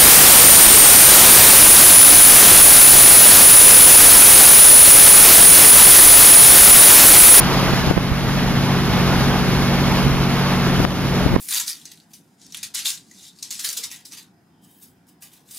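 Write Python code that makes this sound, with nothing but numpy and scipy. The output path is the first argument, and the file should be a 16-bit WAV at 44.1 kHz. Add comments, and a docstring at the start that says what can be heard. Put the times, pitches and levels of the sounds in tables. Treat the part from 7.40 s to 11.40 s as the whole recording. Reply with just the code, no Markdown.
"""On the deck of a boat cruising over calm water, with a two-port stereo microphone out in the breeze.
The diesel drones and clatters as it fires, with a thin double whine, while along the hull the bow wave
churns and fizzes; near the end the water swells in the low mids as the microphone turns. Wind rumbles in
the ports; its hardest buffets rasp, pop and make the recorder's limiter duck everything for a moment."""
import sys
import numpy as np
from scipy import signal
from scipy.fft import rfft, irfft
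from scipy.io import wavfile
from scipy.ndimage import uniform_filter1d

SR = 44100
rng = np.random.default_rng(int(sys.argv[2]) if len(sys.argv) > 2 else 0)


def transcribe(u):
    """Save the signal u as a 16-bit wav file named by the first command-line argument.

    u: samples, shape (n,) or (channels, n), limited to [-1, 1]; the rate is SR.
    q: integer samples, one column per channel.
    """
    v = np.clip(np.atleast_2d(u).T, -1, 1)
    q = np.round(v * 32767).astype(np.int16)
    wavfile.write(sys.argv[1], SR, q)


N = 176400
T = np.arange(N) / SR
BIN_HZ = np.fft.rfftfreq(N, 1 / SR)

# spectrum of water churning along the hull: frequency_hz, density_db
WATER_SPECTRUM = [(20, -22), (100, -0.5), (300, 3.5), (520, -1.3), (720, 0.5), (1000, -0.9), (1500, -3),
                  (2300, -7.5), (3500, -8.5), (5000, -11), (7000, -19), (9500, -19), (11500, -19),
                  (14000, -25), (15500, -40)]
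# spectrum of air fluttering at a microphone port: frequency_hz, density_db
FLUTTER_SPECTRUM = [(10, -17), (50, 20), (200, 4), (500, -10), (1300, -33), (2500, -30), (6000, -58)]


def amp(db):
    """Decibels to gain."""
    return 10 ** (np.asarray(db) / 20)


def unit(x):
    """Scales to rms 1."""
    return x / np.sqrt(np.mean(x ** 2) + 1e-20)


def at_hz(table, hz, column=1):
    """One column of a table, interpolated on a log-frequency axis."""
    table = np.array(table, float)
    return np.interp(np.log(hz + 1), np.log(table[:, 0] + 1), table[:, column])


def over_time(table):
    """Straight lines through (time, value) points, sample by sample."""
    return np.interp(T, *np.transpose(table))


def noise(spectrum):
    """Steady noise of rms 1 with the given spectral shape."""
    return unit(irfft(rfft(rng.standard_normal(N)) * amp(at_hz(spectrum, BIN_HZ)), N))


def drift(rate_hz):
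    """Random wander of rms 1, up to about the given rate."""
    lowpass = (BIN_HZ > 0) / (1 + (BIN_HZ / rate_hz) ** 4)
    return unit(irfft(rfft(rng.standard_normal(N)) * lowpass, N))


def at_ports(a, b):
    """Two unrelated sounds become left and right: alike in the bass, apart in the treble."""
    # how the two ports hear the water: frequency_hz, likeness (0-1), left_lead_rad, left_minus_right_db
    port_pair = [(100, .92, 0, 0), (400, .95, -.05, 0), (800, .97, .05, 0), (1100, .94, .2, -.3),
                 (1500, .88, .35, -.8), (2200, .87, .4, -2), (3000, .72, 1.25, -4.5),
                 (4300, .74, 2.15, 1.2), (6000, .65, 2.3, 3.5), (9000, .43, 2.9, 3), (15000, .3, 4.8, 3)]
    likeness, lead_rad, balance_db = (at_hz(port_pair, BIN_HZ, column) for column in (1, 2, 3))
    left = rfft(a)
    right = (likeness * left + np.sqrt(1 - likeness ** 2) * rfft(b)) * np.exp(-1j * lead_rad)
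    return irfft(np.array([left * amp(balance_db / 2), right * amp(-balance_db / 2)]), N)


def diesel():
    """A steady four-stroke, alike at both ports: droning orders, clatter pulsing with the firing, whine."""
    # engine tones: multiple_of_cycle, level_db
    orders = [(3, -47), (4, -38), (7, -32.5), (8, -47.5), (9, -22), (11, -34), (12, -23.5), (15, -29.5),
              (16, -32.5), (18, -34), (24, -37), (27, -38.5)]
    # combustion noise: frequency_hz, density_db
    clatter_spectrum = [(60, 9), (140, -1.5), (240, 3), (380, 4.5), (600, -9.5), (1200, -28), (4000, -44.5)]
    # two close machinery tones: pitch_hz, level_db
    whines = [(2172.3, -45.5), (2202.2, -46)]
    # rise and fall of the whole engine on deck: time_s, gain_db
    loudness = [(0, -3), (.6, -2.5), (1.2, -0.1), (1.8, -0.4), (2.5, 0.5), (3.1, -1), (4, 1)]
    cycle_hz, speed_wander, knocks_per_cycle, knock_depth = 15.3, 0.00054, 4, 0.97
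    phase = 2 * np.pi * np.cumsum(cycle_hz * (1 + speed_wander * drift(2.1))) / SR
    drone, whine = np.zeros(N), np.zeros(N)
    for order, db in orders:
        level = amp(db + drift(5.7))
        scatter = 2 * np.pi * 0.11 * rng.standard_normal()  # the orders stray from one sharp pulse
        drone += level * np.cos(order * phase + scatter)
    drone *= amp(0.17 * drift(25))  # faint throb
    knocks = 1 + knock_depth * np.cos(knocks_per_cycle * phase)
    clatter = amp(-32) * unit(knocks * noise(clatter_spectrum))
    for hz, db in whines:
        whine += amp(db + 2 * drift(24)) * np.cos(2 * np.pi * hz * T + 0.57 * drift(1.7))
    return amp(over_time(loudness)) * (np.sqrt(2) * (drone + whine) + clatter)


def foam(patch_db=0.87):
    """Rushing water whose level shifts in short patches of time and pitch."""
    frames = dict(nperseg=512, noverlap=384)
    hz, _, cells = signal.stft(rng.standard_normal(N), SR, **frames)
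    patches = uniform_filter1d(rng.standard_normal(cells.shape), size=7, axis=0)
    patches = unit(uniform_filter1d(patches, size=14, axis=1))
    cells *= amp(at_hz(WATER_SPECTRUM, hz)[:, None] + patch_db * patches)
    return unit(signal.istft(cells, **frames)[1][:N])


def splashes(per_s=900, sizes=24, cycles=5.6, spread_db=2):
    """Small bubbles and drops of many sizes, each ringing for a few cycles as its pitch rises."""
    out = np.zeros(N)
    for hz in np.geomspace(450, 7000, sizes):
        age = np.arange(0, 4, hz / cycles / SR)  # in ring lengths
        envelope = (1 - np.exp(-8 * age)) * np.exp(-2 * age)
        ring = envelope * np.sin(2 * np.pi * cycles * age * (1 + 0.025 * age))
        hits = rng.random(N) < per_s / sizes / SR
        strength = amp(spread_db * np.minimum(rng.exponential(1, N), 4))
        out += unit(signal.oaconvolve(hits * strength, ring)[:N])
    return unit(out)


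def bow_wave(fizz_hz=3500, fizz_follow=0.7):
    """Foam and splashes along the hull ride the swell of the bow wave and brighten with it."""
    # swell of the bow wave: time_s, gain_db
    swell = [(0, 1.5), (.15, 2.45), (.33, 1.7), (.48, 0.5), (.68, -1), (1, 0), (1.35, -0.3), (1.55, .5),
             (1.8, 0.7), (2, 0), (2.55, 1), (2.76, -1), (3.05, 0.06), (3.3, -0.5), (3.8, 0.84), (4, -3.5)]
    water = at_ports(*[amp(-22) * foam() + amp(-37) * splashes() for _ in range(2)])
    swell_db = over_time(swell) + 0.43 * drift(21)
    fizz = signal.sosfiltfilt(signal.butter(2, fizz_hz, "highpass", fs=SR, output="sos"), water)
    extra_fizz = fizz * (amp(fizz_follow * swell_db) - 1)  # the treble swells more than the body
    return (water + extra_fizz) * amp(swell_db)


def wind(likeness=0.5):
    """Breeze on the microphone: rumble partly shared by the ports, and small eddies at each on its own."""
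    # rumble at the ports: frequency_hz, density_db
    rumble_spectrum = [(8, -32), (22, -5), (50, 4.5), (90, 1), (160, 0.5), (280, -6.5), (450, -17.5),
                       (800, -47), (2000, -38)]
    # strength of the breeze: time_s, gain_db
    breeze = [(0, 0.5), (.3, 0.5), (.6, -3.5), (.85, -0.5), (1.05, 1), (1.3, -4.5), (1.6, 1.5), (2.3, -2),
              (2.65, 1.5), (3.05, -6.5), (3.4, -0.5), (3.65, 1), (3.9, 0)]
    shared = noise(rumble_spectrum)
    own = np.array([noise(rumble_spectrum) for _ in range(2)])
    rumble = np.sqrt(likeness) * shared + np.sqrt(1 - likeness) * own
    eddies = np.array([unit(noise(FLUTTER_SPECTRUM) * amp(2 * np.minimum(drift(16), 2)))
                       for _ in range(2)])
    return amp(over_time(breeze)) * (amp(-23) * rumble + amp(-44.5) * eddies)


def water_rises(width_octaves=0.97):
    """Bands of water noise rise and fall: the short ones are crests tumbling beside the hull,
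    the long one near the end is a broad low-mid swell as the microphone turns."""
    # rises in the water noise: peak_s, level_db, half_length_s, centre_hz
    rises = [(0.14, -24, 0.043, 900), (0.993, -28, 0.022, 2280), (1.568, -28.5, 0.045, 2400),
             (1.728, -26.5, .04, 850), (1.924, -26, 0.072, 750), (2.316, -26, 0.018, 450),
             (2.557, -28.5, .07, 650), (3.08, -30.5, 0.087, 1090), (3.697, -28.5, 0.4, 417),
             (3.83, -32.5, .08, 1610)]
    water = rfft(at_ports(*[unit(noise(WATER_SPECTRUM) + splashes()) for _ in range(2)]))
    out = np.zeros((2, N))
    for peak_s, db, half_length_s, centre_hz in rises:
        band = np.exp(-0.5 * (np.log2((BIN_HZ + 1) / centre_hz) / width_octaves) ** 2)
        envelope = np.exp(-0.5 * ((T - peak_s) / half_length_s) ** 2)
        out += amp(db) * envelope * unit(irfft(water * band, N))
    return out


def buffets():
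    """An eddy flutters harder and harder at one port, rasps, and ends in a pop: a push and a pull."""
    # eddies hitting the microphone: pop_s, pop_db, build_s, pan, pop_width_s, rasp_db
    # (pan of -1 or less is the left port alone, 1 or more the right alone)
    hits = [(.336, -5, .012, 1, .0006, -23), (.476, -6, .005, -1.5, 0.00074, -36),
            (0.505, -7.5, .003, -1.2, 0.0011, -30), (.512, 4, 0.0013, -1.57, 0.00031, -18),
            (.572, -3, 0.0089, 1, 0.001, -18), (0.578, 2.5, 0.0077, 1, 0.00032, -9),
            (.722, -7, .004, 0.89, 0.002, -37), (2.668, -6, 0.026, .9, 0.00097, -34),
            (3.403, -4, 0.014, -0.72, 0.00057, -21), (3.447, -4.5, .012, -1.3, 0.00056, -34),
            (3.451, 7.5, .001, -1.23, 0.00012, -18), (3.864, 0.5, .016, -1.1, 0.00067, -27),
            (3.942, -1, 0.068, -1.1, .0007, -17), (3.959, -17, .003, 0.86, 0.00018, -11),
            (3.964, 8.5, 0.0013, 1, 0.00049, -8)]
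    # air tearing past a port: frequency_hz, density_db
    rasp_spectrum = [(100, -24), (350, -7), (1100, 7), (1900, -2), (3500, -20), (8000, -39)]
    gap_s, flutter_fall_s, rasp_rise_s, rasp_fall_s = 0.0071, 0.0048, 0.0016, 0.0025
    flutter_noise, rasp_noise = noise(FLUTTER_SPECTRUM), noise(rasp_spectrum)
    out = np.zeros((2, N))
    for pop_s, pop_db, build_s, pan, width_s, rasp_db in hits:
        t = T - pop_s
        gap = 1 - np.exp(-(t / gap_s) ** 2)  # the flutter gives way to the pop
        flutter = flutter_noise * gap * np.exp(-abs(t) / np.where(t < 0, build_s, flutter_fall_s))
        rasp = rasp_noise * np.exp(-abs(t) / np.where(t < 0, rasp_rise_s, rasp_fall_s))
        pop = -t / width_s * np.exp(1 - abs(t / width_s))
        port_gains = np.clip([[1 - pan], [1 + pan]], 0, 1)
        out += port_gains * (amp(pop_db) * (pop + amp(-13) * flutter) + amp(rasp_db) * rasp)
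    return out


def scene():
    """Engine, water and wind as they reach the microphone on deck."""
    return diesel() + bow_wave() + wind() + water_rises() + buffets()


def record(dry):
    """The recorder: a peak limiter that looks ahead and recovers slowly, a treble notch, band limits."""
    ceiling_db, lookahead_s, recovery_s = 1, 0.00079, 0.38
    notch_hz, notch_width_hz, low_cut_hz, high_cut_hz = 8183, 484, 17, 15600
    over_db = np.maximum(20 * np.log10(abs(dry).max(0) + 1e-9) - ceiling_db, 0)
    release, ahead = np.exp(-T / recovery_s), round(lookahead_s * SR)
    held_db = np.maximum.accumulate(over_db / release) * release
    duck_db = uniform_filter1d(held_db, size=2 * ahead + 1, origin=-ahead)
    limited = dry / amp(duck_db)
    off_centre = ((BIN_HZ - notch_hz) / notch_width_hz) ** 2
    notch = (off_centre / (1 + off_centre)) ** 2
    low_cut = BIN_HZ / np.hypot(BIN_HZ, low_cut_hz)
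    coloured = irfft(rfft(limited) * notch * low_cut, N)
    high_cut = signal.firwin(511, high_cut_hz, window=("kaiser", 9), fs=SR)
    return signal.oaconvolve(coloured, high_cut[None], "same")


dry = scene()
out = record(dry)
transcribe(out)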